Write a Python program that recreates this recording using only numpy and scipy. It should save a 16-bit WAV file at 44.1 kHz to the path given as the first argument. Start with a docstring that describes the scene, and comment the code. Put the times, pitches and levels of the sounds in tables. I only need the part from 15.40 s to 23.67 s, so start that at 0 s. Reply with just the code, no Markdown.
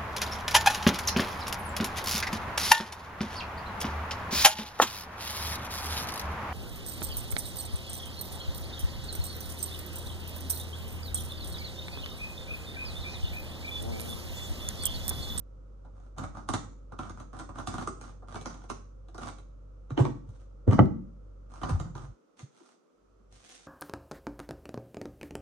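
"""In a small kitchen, cling film is pulled over a glass bowl and pressed down by hand while an appliance hums.
Film that sticks and slips gives noise bursts: cracks, flaps and drumming; its small creases rustle and pop.
Decaying modes make the glass ring faintly and sound the knocks of roll and scissors, a clink and a nudged bowl.
Low swelling sines are the thuds of hand and roll; shaped noise is the room, which also echoes the rest."""
import sys
import numpy as np
from scipy import signal
from scipy.fft import rfft, irfft, next_fast_len
from scipy.io import wavfile

SR = 44100
rng = np.random.default_rng(int(sys.argv[2]) if len(sys.argv) > 2 else 0)


def store_wav(level_fs):
    """Save 16-bit WAV to argv[1]."""
    pcm = np.round(np.clip(np.atleast_2d(level_fs), -1, 1) * 32767)
    wavfile.write(sys.argv[1], SR, pcm.T.astype(np.int16))


N = 364697  # samples


def amp(db):
    """Logarithmic level: decibels become a pressure gain."""
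    return 10 ** (np.asarray(db) / 20)


def read(points, hz):
    """Interpolation by straight lines on a logarithmic frequency axis."""
    f, value = np.transpose(points)
    return np.interp(np.log(hz + 1), np.log(f + 1), value)


def evened(x):
    """Normalisation to unit root mean square."""
    return x / np.sqrt(np.mean(x ** 2) + 1e-20)


def add(mix, s, sound):
    """Superposition: adds a sound to the mix from time s, in seconds."""
    part = mix[..., max(round(s * SR), 0):][..., :sound.shape[-1]]
    part += sound[..., :part.shape[-1]]


def colour(x, spectrum, size=2048, skirt_db=36):
    """Minimum-phase filtering: the log gain fixes the phase; skirt_db per octave is lost above the last point."""
    hz = abs(np.fft.fftfreq(size, 1 / SR))
    octaves_above = np.log2(np.maximum(hz / spectrum[-1][0], 1))
    db = read(spectrum, hz) - skirt_db * octaves_above
    log_gain = np.log(amp(np.maximum(db, -110)))
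    taps = np.fft.ifft(np.exp(np.conj(signal.hilbert(log_gain)))).real
    taps /= np.linalg.norm(taps)
    return signal.oaconvolve(x, taps[None], axes=1)[:, :x.shape[1]]


# Level of the hum as picked up, which is heard to thin late on. Each row: time in seconds, level in dB.
HUM_LEVEL = [(0, -49.5), (6.72, -50), (6.82, -74), (7.45, -78), (7.72, -63.5), (7.95, -58.5), (8.04, -68),
             (8.27, -58)]
# Partials of the hum. Each row: multiple of the fundamental, relative level in dB.
HUM_PARTIALS = [(1, 1.5), (2, -15), (3, -34.5)]
# Spectrum of the whirr round the hum. Each row: frequency in Hz, relative density in dB per Hz.
WHIRR_SPECTRUM = [(20, -21.5), (45, -6), (75, -1), (130, -4.5), (200, -6.5), (290, -7.5), (420, -15),
                  (520, -4.5), (680, -22.5), (1000, -26), (1350, -19), (1700, -48)]
HUM_HZ = 48.2


def hum(hum_db=0, rumble_db=-11, waver=0.03):
    """Harmonic series: partials of a slightly wavering fundamental, with filtered noise under the same level."""
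    t = np.arange(N) / SR
    level = amp(np.interp(t, *np.transpose(HUM_LEVEL)))
    drift = np.interp(t, np.linspace(0, t[-1], 40), rng.standard_normal(40))
    turns = HUM_HZ * t + waver * drift  # phase in cycles
    partials = [amp(db) * np.sin(2 * np.pi * (k * turns + rng.random())) for k, db in HUM_PARTIALS]
    tone = evened(sum(partials))
    whirr = colour(rng.standard_normal((2, N)), WHIRR_SPECTRUM)
    return level * (amp(hum_db) * tone + amp(rumble_db) * whirr)


# Spectrum of the wash of the room. Each row: frequency in Hz, relative density in dB per Hz.
AIR_SPECTRUM = [(50, -35.5), (110, -24), (170, -1), (260, 1.5), (500, 2.5), (700, -10), (1000, -12),
                (1300, -6), (1700, -22), (4500, -28), (6300, -24.5), (7500, -31.5), (8300, -36),
                (11500, -41.5)]
AIR_DB = -67


def air():
    """Stationary noise: the steady wash of the room is filtered white noise."""
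    return amp(AIR_DB) * colour(rng.standard_normal((2, N)), AIR_SPECTRUM)


LEAD = .015  # s, how long a contact creeps before it lets go
PORT_LAG = .0003  # s, how much earlier sharp cracks reach the left port


def burst(length, spectrum, creep_db, lag=0, creep_time=.0045, grain_db=4, vary_db=2.88, alike=0.61,
          size=3600):
    """Stick-slip release: tiny slips build up for LEAD, let go and decay, with the energy of 10 ms at rms 1."""
    t = np.arange(size) / SR - LEAD
    creep = amp(creep_db) * np.exp(-abs(t) / creep_time)
    decay = np.exp(-abs(t) / max(length, 1e-4))
    envelope = np.where(t < 0, creep, decay)
    grain = amp(grain_db * rng.standard_normal(size))
    slips, other = rng.standard_normal((2, size)) * grain * envelope
    # the ports hear partly the same slips
    left = alike * np.roll(slips, round(lag * SR)) + np.sqrt(1 - alike ** 2) * other
    # no two creases or contacts have quite the same colour
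    varied = [(hz, db + vary_db * rng.normal()) for hz, db in spectrum]
    sound = colour(np.array([left, slips]), varied)
    return sound / np.linalg.norm(sound, axis=1, keepdims=True) * np.sqrt(SR / 100)


THUD_PEAK_S = 0.0098


def thud(db, hz):
    """Soft heavy contact: a low sine swells to THUD_PEAK_S and dies under a smooth force pulse."""
    t = np.arange(SR // 5) / SR
    u = t / THUD_PEAK_S
    return amp(db) * (u * np.exp(1 - u)) ** 2 * np.sin(2 * np.pi * hz * t)


# Clearest snaps of the film. Each row: time in seconds, strength in dB,
# sharpness (treble against middle, before the layer levels) in dB.
FILM_SNAPS = [(0.449, -44.5, -27.5), (0.783, -30.5, -13.5), (0.812, -34.5, -26), (0.837, -31, -16.5),
              (0.970, -33, -23.5), (1.089, -20, -17), (1.137, -18.5, -13.5), (1.145, -30, -11),
              (1.521, -34, -27), (1.59, -26, -20), (1.696, -33, -17.5), (1.800, -35, -17),
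              (1.931, -36, -24), (1.990, -36.5, -11), (1.997, -31, -17), (2.091, -33, -26),
              (2.186, -28.5, -18.5), (2.273, -24.5, -11.5), (2.340, -26.5, -18), (2.382, -27, -19.5),
              (2.411, -29, -20.5), (2.474, -24, -17), (2.612, -38, -11), (2.823, -40, -36),
              (2.944, -33, -17.5), (2.957, -28, -17), (3.012, -39.5, -8), (3.058, -27, -12),
              (3.142, -39, -16), (3.239, -40, -21), (3.300, -25.5, -14), (3.685, -46, -16.5),
              (3.746, -36, -18.5), (3.780, -31.5, -17), (3.887, -42, -5), (3.985, -45.5, -12.5),
              (6.215, -31, -21), (6.233, -23, -25), (6.293, -24.5, -18), (6.399, -31.5, -14),
              (6.552, -33, -19), (6.993, -45.5, -4.5), (8.092, -53, 1)]
# Spectra of the film's crack, of the flapping loose sheet and of the drumming stretched part (before tension).
# Each row: frequency in Hz, relative density in dB per Hz.
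CRACK_SPECTRUM = [(1300, -4), (1900, 1.5), (2500, 2), (3500, 3.5), (5000, -0.5), (6500, 4), (7400, -6.5),
                  (8400, -1.5), (10000, -12), (11400, -16.5), (12300, -35), (15000, -41)]
FLAP_SPECTRUM = [(400, -21), (550, -6), (750, 0), (950, -5), (1200, -0.5), (1450, -4.5), (1750, -21.5),
                 (2100, -31.5)]
DRUM_SPECTRUM = [(50, -18), (88, -4), (150, -6), (205, -0.5), (270, 1.5), (370, -8), (500, -15), (700, -30)]
# Film drawn tighter over the rim drums higher. Each row: time in seconds, pitch as a factor.
FILM_TENSION = [(1.8, 1.02), (2.9, 1.41), (6.2, 1.3)]
# a sharper snap is a shorter slip: length at sharpness 0 (s), dB of length lost per dB of sharpness
SLIP_S, SLIP_SHORTENING = 0.0019, 0.42
SHEET_HZ, SHEET_SPREAD = 1097, 0.15  # swing of the loose sheet, and its random spread as a share
# each snap tugs the bowl a moment later: dB against the snap at tension 1, Hz, s
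TUG_DB, TUG_HZ, TUG_DELAY_S = -21, 94, 0.0072
TUG_LOSS_DB = 25  # tight film gives less: dB lost per unit of tension


def snaps(crack_db=-5.0, flap_db=-12, note_db=-10, soft_under_db=-22, note_time=0.0015, drum_db=-12,
          flap_stretch=2.12, drum_length=0.008, drum_lag=0.0028, creep_db=-14):
    """Sudden release of strain: film leaves glass with a crack, the loose sheet flaps, the taut part drums and tugs."""
    out = np.zeros((2, N))
    t = np.arange(SR // 20) / SR
    swell = t / note_time * np.exp(1 - t / note_time)
    for s, db, sharpness in FILM_SNAPS:
        length = SLIP_S * amp(-SLIP_SHORTENING * sharpness)
        hz = SHEET_HZ * (1 + SHEET_SPREAD * rng.normal())
        tension = np.interp(s, *np.transpose(FILM_TENSION))
        taut = [(f * tension, level) for f, level in DRUM_SPECTRUM]
        swing = swell * np.sin(2 * np.pi * hz * t)
        weakness = max(soft_under_db - db, 0)  # soft snaps swing the sheet less
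        crack = burst(length, CRACK_SPECTRUM, creep_db, lag=-PORT_LAG)
        flap = burst(length * flap_stretch, FLAP_SPECTRUM, creep_db)
        drum = burst(drum_length, taut, creep_db, alike=0.33)
        add(out, s, amp(db + note_db - weakness) * 2 * swing)
        add(out, s - LEAD, amp(db + sharpness + crack_db) * crack)
        add(out, s - LEAD, amp(db + flap_db) * flap)
        add(out, s - LEAD + drum_lag, amp(db + drum_db) * drum)
        add(out, s + TUG_DELAY_S, thud(db + TUG_DB - TUG_LOSS_DB * (tension - 1), TUG_HZ))
    return out


# Pulls and strokes of the hand over the film. Each row: start in seconds, length in seconds, relative level in dB,
# sharpness (treble against middle, before the layer levels) in dB.
HAND_STROKES = [(0.532, 0.14, -63, -13), (0.764, 0.077, -38, -19.5), (0.933, 0.081, -47.5, -18.5),
                (1.583, 0.077, -43, -14.5), (1.772, 0.047, -48, -17), (1.921, 0.11, -47.5, -15),
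                (2.141, 0.069, -43.5, -15), (2.255, 0.18, -42, -11.5), (2.598, 0.1, -50, -10),
                (2.869, 0.12, -47.5, -12), (3.074, 0.033, -45, -13), (3.123, 0.12, -57, -11),
                (3.795, 0.086, -40.5, -10.5), (4.852, 0.17, -67, -5), (6.087, 0.115, -52, -10.5),
                (6.208, 0.11, -38.5, -19), (6.354, 0.12, -50, -18), (6.549, 0.09, -48, -12),
                (6.965, 0.054, -60.5, 1), (7.112, 0.21, -63.5, -1.5), (7.9, 0.13, -66.5, 4.5),
                (8.03, 0.13, -61, 8), (8.171, 0.1, -66, 6.5)]
STROKE_SWELL, STROKE_RELEASE_S = 0.19, 0.02  # swell as a share of the length; decay time after it


def rustle(per_s=900, spread_db=3.5, crackle_db=-7, flap_db=-7, drum_db=-9, port_lag=0.00037):
    """Random impulse train: many small creases buckle while the film is pulled or smoothed."""
    t = np.arange(SR) / SR
    creases = (rng.random(N) < per_s / SR) * rng.choice([-1, 1], N)
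    creases = evened(creases * amp(spread_db * np.minimum(rng.exponential(1, N), 4)))
    crackle, flap = np.zeros((2, N))
    for start, length, db, sharpness in HAND_STROKES:
        swell = np.minimum(t / (STROKE_SWELL * length), 1)
        effort = swell * np.exp(-np.maximum(t - length, 0) / STROKE_RELEASE_S)
        add(crackle, start, amp(db + sharpness) * effort)
        add(flap, start, amp(db) * effort)
    # creases lie all over the sheet, so each reaches the left port at its own moment, mostly a little earlier
    at = np.flatnonzero(creases)
    advance = SR * port_lag * rng.uniform(-1, 3, N)[at]
    left = np.zeros(N)
    left[np.clip(at - advance.astype(int), 0, N - 1)] = creases[at]
    pair = np.array([left, creases])
    sheet = amp(flap_db) * colour(pair * flap, FLAP_SPECTRUM)
    sheet += amp(drum_db) * colour(pair * flap, DRUM_SPECTRUM)
    return amp(crackle_db) * colour(pair * crackle, CRACK_SPECTRUM) + sheet


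POPS_PER_S, POP_DB = 22, 3  # rate within a stroke; dB against the stroke, before random size


def pops(flap_db=-3, crack_db=-3, length=.002, creep_db=-20):
    """Snap buckling: single small creases give way at random moments of each stroke."""
    out = np.zeros((2, N))
    for start, span, db, sharpness in HAND_STROKES:
        for when, size in rng.random((round(POPS_PER_S * span), 2)):
            crack = burst(length, CRACK_SPECTRUM, creep_db, lag=-PORT_LAG)
            flap = burst(length, FLAP_SPECTRUM, creep_db)
            pop = amp(sharpness + crack_db) * crack + amp(flap_db) * flap
            add(out, start + when * span - LEAD, amp(db + POP_DB) * size * pop)
    return out


def ring(modes, detune=0, port_spread=0.6, onset=.0004):
    """Modal synthesis: decaying sines, each in a slightly different phase at the two ports."""
    t = np.arange(SR * 3 // 4) / SR
    rise = 1 - np.exp(-(t / onset) ** 2)
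    out = np.zeros((2, len(t)))
    for hz, db, t60 in modes:
        turns = hz * (1 + detune * rng.normal()) * t + port_spread * rng.random((2, 1))
        out += rise * amp(db - 60 * t / t60) * np.sin(2 * np.pi * turns)
    return out


# The film plucks the rim of the bowl. Each row: time in seconds, level in dB before the modes' own levels.
RIM_PLUCKS = [(0.84, -82.5), (1.14, -80), (1.592, -79), (2.28, -73), (2.959, -71), (3.85, -77)]
# Modes of the glass bowl. Each row: frequency in Hz, relative level in dB, t60 in seconds.
GLASS_MODES = [(2280, 14, 0.53), (4530, -13, 0.59), (6417, -21, .3)]


def bowl():
    """Free vibration: plucked by the film, the glass now and then sings faintly in its modes."""
    out = np.zeros((2, N))
    for s, db in RIM_PLUCKS:
        add(out, s, amp(db) * ring(GLASS_MODES))
    return out


# Roll and scissors are put down, a ring or bracelet on the hand clinks (6.235 s), then the bowl is nudged
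# on the worktop. Each row: time in seconds, relative levels of hollow body, clack, tick and steel ring in dB,
# share of the contact sent to the room in dB, pitch of the body as a factor.
CONTACTS = [(4.505, -33, -45, -56.5, -68, 2.5, 1.33), (4.576, -13.5, -34, -44, -34, 5.5, 1.55),
            (4.592, -13.5, -38.5, -48, -48, 10, 1.61), (4.652, -18, -32.5, -42.5, -69, -0.5, 1.12),
            (5.277, -9.5, -42, -60, -67.5, 10.5, 0.73), (5.311, -23.5, -39, -45.5, -64.5, -4, 0.97),
            (5.322, -20, -33.5, -48.5, -61, 3, 0.86), (5.331, -17, -34, -42.5, -61, 2, 1.18),
            (5.391, -3, -16.5, -43.5, -33.5, -6.5, 1.024), (6.235, -35, -57, -48, -41, 3, 1.44),
            (7.205, -47, -73.5, -80, -85, 0, 1.6), (7.8, -56, -80, -90, -95, -2, 1.1)]
# Modes of the hollow body before its pitch factor, then of the short steel ring.
# Each row: frequency in Hz, relative level in dB, t60 in seconds.
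BODY_MODES = [(187.8, 1, .18), (226, 2.5, 0.2), (244, -3.5, 0.12), (345, -8.5, 0.029), (400, -9.5, 0.023),
              (474, -8, 0.039), (537, -14, 0.08), (680, -15.5, 0.022)]
STEEL_MODES = [(1842, -3, .06), (2780, -3, .035), (3023, 3, .05), (3140, -3, .035)]
# Spectra of the body's rattle (before its pitch shift), of the clack and of the tick.
# Each row: frequency in Hz, relative density in dB per Hz.
RATTLE_SPECTRUM = [(130, -22), (210, 6), (280, -3), (390, -10), (560, -13), (720, -14), (900, -23.5)]
CLACK_SPECTRUM = [(220, -15), (400, -8), (490, 2.5), (600, -4), (690, 2.5), (790, -5.5), (900, 5),
                  (1020, -5.5), (1140, 2.5), (1300, -4), (1410, -9.5), (1540, -5.5), (1700, -16),
                  (2000, -20), (2400, -32.5)]
TICK_SPECTRUM = [(1400, -12.5), (1850, 7), (2500, 0.5), (3000, 4), (3800, -4.5), (5000, -6), (6300, -3),
                 (7400, -13.5), (8400, -11), (11000, -31), (12500, -42.5)]


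def knocks(body_db=-14, rattle_db=-9, clack_db=0, tick_db=-3, steel_db=-3, rise=0.0016,
           rattle_length=0.017, clack_length=0.0063, tick_length=0.0031, scrape_db=-11,
           body_room_db=-2.0, steel_room_db=-13, rattle_follows=0.58):
    """Impact excitation: scraping contact noise and ringing modes. Returns direct sound and room feed."""
    direct, feed = np.zeros((2, 2, N))
    for s, body, clack, tick, steel, room_db, pitch in CONTACTS:
        modes = [(hz * pitch, db, t60) for hz, db, t60 in BODY_MODES]
        hollow = amp(body + body_db) * ring(modes, detune=0.023)
        hollow *= 1 - np.exp(-(np.arange(hollow.shape[1]) / SR / rise) ** 2)
        shifted = [(hz * pitch ** rattle_follows, db) for hz, db in RATTLE_SPECTRUM]
        rattle = amp(body + rattle_db) * burst(rattle_length, shifted, scrape_db, alike=.25)
        contact = amp(clack + clack_db) * burst(clack_length, CLACK_SPECTRUM, scrape_db)
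        contact += amp(tick + tick_db) * burst(tick_length, TICK_SPECTRUM, scrape_db, lag=-PORT_LAG)
        steel_ring = amp(steel + steel_db) * ring(STEEL_MODES)
        parts = [(s, hollow, body_room_db), (s - LEAD, rattle, body_room_db),
                 (s - LEAD, contact, room_db), (s, steel_ring, steel_room_db)]
        for start, sound, send_db in parts:
            add(direct, start, sound)
            add(feed, start, amp(send_db) * sound)
    return direct, feed


# Heaviest dull pushes on worktop and bowl. Each row: time in seconds, relative level in dB, pitch in Hz.
PUSHES = [(4.515, -33, 131), (4.602, -17.5, 130.6), (4.883, -42.5, 104.8), (5.282, -16, 107.8),
          (5.323, -25, 122), (5.398, -16, 128), (5.424, -25, 69.2), (6.238, -35, 63.6), (6.304, -28.5, 155),
          (6.322, -26, 79.1), (6.342, -26, 72.22), (6.402, -34.5, 151.3), (7.028, -37, 132.3)]
# the palm then stutters down the side of the bowl in ever weaker slips
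PALM_START_S, PALM_STEP_S, PALM_DB, PALM_FADE_DB_PER_S, PALM_HZ = 6.455, .045, -37, -51, 118


def thuds(level_db=1, pitch_spread=.22, step_spread=0.11, count=6):
    """Low-frequency impact: roll and hand bump worktop and bowl; then the palm sticks and slips on the glass."""
    out = np.zeros((2, N))
    for s, db, hz in PUSHES:
        add(out, s, thud(db + level_db, hz))
    for k, (late, tension) in enumerate(rng.standard_normal((count, 2))):
        after = PALM_STEP_S * (k + step_spread * late)
        slip = thud(PALM_DB + PALM_FADE_DB_PER_S * after, PALM_HZ * np.exp(pitch_spread * tension))
        add(out, PALM_START_S + after, slip)
    return out


# Decay of the kitchen. Each row: frequency in Hz, t60 in seconds.
ROOM_DECAY = [(100, 0.5), (250, 0.59), (600, 0.32), (1300, 0.4), (3500, 0.36), (7000, 0.44), (11000, 0.22)]
# Reverberation against the sound fed to the room. Each row: frequency in Hz, level in dB.
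ROOM_LEVEL = [(100, 2.5), (300, -2), (1200, -4), (3000, -2), (6500, 1), (11000, -5.5)]


def kitchen(x, first=.004, early_db=-5, early_span=.014):
    """Reverberation: close walls and worktop reflect early, then a dense diffuse tail decays band by band."""
    t = np.arange(SR * 3 // 4) / SR
    taps = rng.standard_normal((2, len(t))) * (t > first)
    hz, when, z = signal.stft(taps, SR, nperseg=256)
    t60 = read(ROOM_DECAY, hz)[:, None]
    unit_energy = np.sqrt(2 * np.log(1000) / (t60 * SR))
    z *= amp(read(ROOM_LEVEL, hz)[:, None] - 60 * when / t60) * unit_energy
    response = signal.istft(z, SR, nperseg=256)[1]
    for port in response:
        at = (SR * (first + early_span * rng.random(8))).astype(int)
        port[at] += amp(early_db) * rng.choice([-1, 1], len(at)) / np.sqrt(len(at))
    return signal.oaconvolve(x, response, axes=1)[:, :N]


def scene(film_room_db=0, knock_room_db=-2, thud_room_db=-7):
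    """Superposition: film, bowl, knocks and thuds with their reverberation, over hum and air."""
    steady = hum() + air()
    film = snaps() + rustle() + pops()
    glass = bowl()
    knock, knock_feed = knocks()
    push = thuds()
    feed = amp(film_room_db) * film + amp(knock_room_db) * knock_feed + amp(thud_room_db) * push
    return film + glass + knock + push + kitchen(feed) + steady


# Balance of the two microphone ports. Each row: frequency in Hz, left minus right in dB.
PORT_BALANCE = [(300, -.5), (620, -0.5), (1120, -5), (2000, -3), (3600, -2), (6400, 1.5), (8500, -14),
                (11600, -8.5)]
# Difference between the ports. Each row: frequency in Hz, share that is kept.
PORT_DIFFERENCE = [(60, .55), (130, 0.64), (270, 0.83), (500, 1), (12000, 0.88)]
# Level of the bass, which drops away twice near the end. Each row: time in seconds, gain in dB.
BASS_GAIN = [(6.73, 5), (6.79, -29), (6.99, -10.5), (7.024, -1), (7.049, -1), (7.084, -29), (7.48, -30),
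             (7.62, 0), (7.98, 6), (8.06, -6), (8.27, -10)]
BASS_HZ, LOW_CUT_HZ, EDGE_HZ = 163.6, 42, 15000  # top of that bass; lower and upper band limits


def record(dry):
    """Two-port pickup: the ports share bass, the left is mostly weaker in treble; the band is limited."""
    size = next_fast_len(N + 4096)
    hz = np.fft.rfftfreq(size, 1 / SR)
    left, right = rfft(dry, size)
    mid = (left + right) / 2
    side = (left - right) / 2 * np.clip(read(PORT_DIFFERENCE, hz), 0, 1)
    lean = amp(read(PORT_BALANCE, hz) / 2)
    low_cut = hz ** 6 / (hz ** 6 + LOW_CUT_HZ ** 6)
    pair = np.array([(mid + side) * lean, (mid - side) / lean]) * low_cut
    bass = irfft(pair / (1 + (hz / BASS_HZ) ** 10), size)[:, :N]
    bass_gain = amp(np.interp(np.arange(N) / SR, *np.transpose(BASS_GAIN)))
    ports = irfft(pair, size)[:, :N] + bass * (bass_gain - 1)
    top_cut = signal.firwin(255, EDGE_HZ, window=("kaiser", 9), fs=SR)
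    return signal.oaconvolve(ports, top_cut[None], "same")


dry = scene()
out = record(dry)
store_wav(out)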